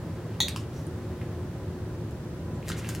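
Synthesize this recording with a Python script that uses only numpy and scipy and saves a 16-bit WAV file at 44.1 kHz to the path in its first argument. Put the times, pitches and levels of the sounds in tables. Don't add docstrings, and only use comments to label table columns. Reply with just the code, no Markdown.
import sys
import numpy as np
from scipy import signal
from scipy.fft import rfft, irfft
from scipy.io import wavfile
from scipy.ndimage import uniform_filter1d

SR = 44100
rng = np.random.default_rng(int(sys.argv[2]) if len(sys.argv) > 2 else 0)


def unload_audio(sound):
    columns = np.transpose(np.atleast_2d(sound))
    steps = np.round(np.clip(columns, -1, 1) * 32767)
    wavfile.write(sys.argv[1], SR, steps.astype(np.int16))


def ratio(d):
    e = np.asarray(d, float) / 20
    return 10 ** e


N = 132300

# start in seconds, peak level in dB.
SNAP_EVENTS = [
    (.4036, -8),
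]
# frequency in Hz, level in dB, 60 dB decay time in seconds.
SNAP_MODES = [(870, -15, .035), (1250, -23, .02), (1930, -16, .035), (2550, -18, .008), (3350, -6, .011),
              (3750, 0, .009), (4300, -7, .011), (5700, -17, .008), (6400, -9, .01), (7000, -14, .008),
              (9000, -21, .003)]
# start in seconds, peak level in dB, body mode in Hz, crack level in dB,
# upper edge of the crack in kHz.
TICKS = [(.1605, -44, 2500, -20, 12), (.185, -42, 1200, -10, 4), (.4831, -27, 2400, 8, 9),
         (.4845, -33, 12500, 9, 14), (.5615, -21, 2800, -2, 7), (.5622, -26, 1100, -20, 12),
         (.5645, -36, 5200, 0, 12), (.733, -53, 10000, 2, 12), (.868, -37, 9300, -20, 12),
         (1.214, -33, 1950, -22, 12), (1.217, -36, 2600, -20, 12), (2.11, -56, 9000, 10, 14),
         (2.556, -47, 7500, -8, 12), (2.628, -35, 2500, -20, 12), (2.651, -42, 2600, -4, 4),
         (2.676, -36, 2000, 1, 8), (2.6828, -31, 1900, 6, 9), (2.6835, -36, 8500, 2, 14),
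         (2.6902, -32, 7000, 5, 9), (2.6918, -35, 13000, 4, 14), (2.693, -35, 1800, -6, 5),
         (2.6985, -38, 5500, 0, 8), (2.7012, -23, 1400, -5, 9), (2.709, -34, 6300, -3, 9),
         (2.711, -33, 1900, -10, 5), (2.7135, -39, 6300, -8, 8), (2.718, -29, 2000, 4, 6.5),
         (2.727, -33, 4400, -8, 7), (2.788, -40, 7000, 2, 12), (2.797, -41, 5000, 2, 12),
         (2.8463, -27, 2700, -20, 8), (2.8555, -37, 3000, -6, 7), (2.871, -38, 4700, -10, 7),
         (2.8897, -28, 7000, 3, 12), (2.8925, -33, 1500, 4, 10), (2.8985, -35, 4700, 3, 12),
         (2.9495, -29, 2000, -2, 11), (2.9503, -38, 10000, 4, 13), (2.958, -40, 6500, 2, 14)]
# start in seconds, length in seconds, level in dB, centre in Hz, width in Hz.
SCRAPES = [(2.645, .1, -55, 3000, 5000), (2.762, .045, -48, 7000, 5000), (2.86, .06, -55, 5000, 4500),
           (2.63, .4, -50, 1600, 1600), (.715, .12, -61, 5900, 800), (.72, .16, -66, 11000, 8000),
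           (.565, .07, -58, 6000, 5500), (.566, .014, -50, 8000, 7000), (.488, .012, -50, 9000, 8000),
           (2.8, .22, -57, 9000, 8500), (2.894, .014, -50, 11000, 7000), (2.64, .11, -57, 11000, 8000),
           (.7, .12, -63, 2800, 2000), (.28, .12, -63, 2600, 1500)]
# delay in seconds, level in dB, smear in seconds.
WALL_ECHOES = [
    (.0033, -10, .0003),
    (.0081, -3, .0006),
    (.0128, -5, .001),
    (.0198, -14, .0015),
    (.0282, -11, .001),
]
# frequency in Hz, density in dB per Hz.
RUMBLE_SPECTRUM = [(13, -59), (22, -30), (38, -28), (65, -2), (108, 0), (162, -6), (193, -11), (365, -9),
                   (500, -17), (650, -24), (1100, -120)]
# frequency in Hz, density in dB per Hz.
AIR_SPECTRUM = [(290, -36.5), (500, -1), (690, -7.5), (1040, -11.5), (1220, -13), (1870, -17), (2220, -22),
                (15100, -38.5), (16500, -31)]
# frequency in Hz, side relative to mid in dB.
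SIDE_SPECTRUM = [(60, -19), (110, -35), (200, -18), (380, -18.5), (700, -11.5), (1290, -9.5), (2380, -3.5),
                 (4400, 0), (8120, 1.5), (15000, 2.5)]
# frequency in Hz, width in Hz, level in dB.
ROOM_BOOMS = [
    (83.9, 7.9, -45),
    (111.2, 12.6, -41),
    (158.4, 24.4, -41),
    (222.3, 30, -48.5),
    (318, 34, -52),
    (1004, 5.4, -62.5),
    (31, 4.5, -63.5),
]
# frequency in Hz, rms level in dB.
MOTOR_HUM = [
    (360.5, -50),
    (468, -90),
]

MID_SIDE = np.array([[1], [-1]])


def level(x, db):
    return x * ratio(db) / np.sqrt(np.mean(x ** 2))


def ring(hz, t60):
    t = np.arange(4096) / SR
    return np.sin(2 * np.pi * hz * t) * np.exp(-np.log(1000) * t / t60)


def add(out, start_s, x):
    i = int(start_s * SR)
    out[i:i + len(x)] += x[:N - i]


def butter(x, order, hz, kind="low"):
    return signal.lfilter(*signal.butter(order, hz, kind, fs=SR), x)


def tint(x, spectrum):
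    f = np.fft.rfftfreq(x.shape[-1], 1 / SR) + 1
    hz, db = np.array(spectrum, float).T
    gain = ratio(np.interp(np.log(f), np.log(hz), db))
    return irfft(rfft(x) * gain, x.shape[-1])


def resonate(x, hz, width):
    return signal.lfilter(*signal.iirpeak(hz, hz / width, fs=SR), x)


def walk(rate):
    k = int(SR / rate)
    steps = np.repeat(rng.standard_normal(N // k + 1), k)
    return 1.3 * uniform_filter1d(uniform_filter1d(steps, k), k)[:N]


def snap():
    crack_db, crack_low_hz, crack_decay_s = -11, 7000, .0003
    body = 0
    for k, (hz, db, t60) in enumerate(SNAP_MODES):
        body = body + (-1) ** k * ratio(db) * ring(hz, t60)
    t = np.arange(4096) / SR
    burst = np.sign(rng.standard_normal(4096)) * np.exp(-t / crack_decay_s)
    crack = butter(burst, 2, crack_low_hz, "high")
    impact = body / np.abs(body).max() + ratio(crack_db) * crack
    out = np.zeros(N)
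    start_s, peak_db = SNAP_EVENTS[0]
    add(out, start_s, impact * ratio(peak_db))
    return out


def ticks():
    crack_t60_s, crack_low_hz, crack_high_hz = .007, 1300, 14000
    body_cycles, body_min_t60_s = 6, .004
    fade = np.exp(-np.log(1000) * np.arange(4096) / SR / crack_t60_s)
    out = np.zeros(N)
    for start_s, db, hz, crack_db, top_khz in TICKS:
        noise = rng.standard_normal(4096) * fade
        crack = butter(noise, 2, [crack_low_hz, min(top_khz * 1000, crack_high_hz)], "band")
        body = ring(hz, max(body_cycles * 2 / hz, body_min_t60_s))
        add(out, start_s, ratio(db) * (body + ratio(crack_db) * crack))
    return out


def scrapes():
    slips_per_s, scatter_db = 5000, 2.5
    t = np.arange(N) / SR
    out = np.zeros(N)
    for start_s, length_s, db, hz, width in SCRAPES:
        chance, sign, size = rng.random((3, N))
        slips = (chance < slips_per_s / SR) * np.sign(sign - .5)
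        slips = slips * ratio(-scatter_db * np.log(size + 0.011))
        rubbed = resonate(resonate(slips, hz, width), hz, hz * 1.7)
        pressure = np.sin(np.pi * np.clip((t - start_s) / length_s, 0, 1))
        out += level(rubbed, db) * pressure
    return out


def room(early, late):
    tail_db, tail_side_db, tail_t60_s, tail_high_t60_s = 3.5, -7, 0.31, 0.22
    echo_side_db, late_from_s = -1, .015
    t = np.arange(SR // 2) / SR
    noise = rng.standard_normal((4, len(t)))
    low = butter(noise, 2, 5000)
    tail = low * ratio(-60 * t / tail_t60_s) + (noise - low) * ratio(-60 * t / tail_high_t60_s)
    tail = tail[0] + ratio(tail_side_db) * tail[1] * MID_SIDE
    tail = level(tail * np.clip(t / 0.0025, 0, 1), tail_db)
    echoes = 0
    for delay_s, db, smear_s in WALL_ECHOES:
        smear = noise[2] + ratio(echo_side_db) * noise[3] * MID_SIDE
        smear = smear * (t >= delay_s) * np.exp(-np.abs(t - delay_s) / smear_s)
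        smear[:, int(delay_s * SR)] += 12
        if delay_s < late_from_s:
            echoes = echoes + level(smear, db)
        else:
            tail = tail + level(butter(smear, 2, 6000), db + 0.5)
    wet = signal.fftconvolve(early[None], echoes, axes=1) + signal.fftconvolve(late[None], tail, axes=1)
    return butter(wet[:, :N], 1, [500, 11000], "band") / np.sqrt(len(t))


def fan_noise():
    rumble_db, air_db = -37.5, -48
    noise = rng.standard_normal((2 + len(ROOM_BOOMS), N))
    out = level(tint(noise[0], RUMBLE_SPECTRUM), rumble_db)
    out = out + level(tint(noise[1], AIR_SPECTRUM), air_db) * ratio(.5 * walk(2.34))
    for drive, (hz, width, db) in zip(noise[2:], ROOM_BOOMS):
        out = out + level(resonate(resonate(drive, hz, width), hz, width * 2), db)
    return out


def motor_hum():
    t = np.arange(N) / SR
    out = np.zeros(N)
    for hz, db in MOTOR_HUM:
        tone = np.sin(2 * np.pi * hz * t + 0.72 * walk(3.5))
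        out += level(tone, db) * ratio(2.7 * walk(5.37))
    return out


def fan():
    mid = fan_noise() + motor_hum()
    side = tint(fan_noise(), SIDE_SPECTRUM)
    return mid + side * MID_SIDE


def scene():
    hard, light = snap(), ticks() + scrapes()
    hard_feed = butter(hard, 2, 2900, "high")
    light_feed = butter(light, 2, 1100, "high")
    early = hard_feed * ratio(-.5) + light_feed * ratio(-4)
    late = hard_feed * ratio(2.5) + light_feed * ratio(-6)
    wet = room(early, late)
    air_top = signal.ellip(8, .5, 40, 15850, fs=SR, output="sos")
    background = signal.sosfilt(air_top, fan() + wet)
    direct = hard + light
    port_lag = .45 * np.gradient(direct)
    return direct - port_lag * MID_SIDE + background


def top_cut(x):
    return signal.sosfilt(signal.butter(12, 16820, fs=SR, output="sos"), x)


def record(dry):
    low_pass = signal.butter(10, 16600, fs=SR, output="sos")
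    cut = signal.sosfilt(low_pass, dry)
    return top_cut(cut)


dry = scene()
out = record(dry)
unload_audio(out)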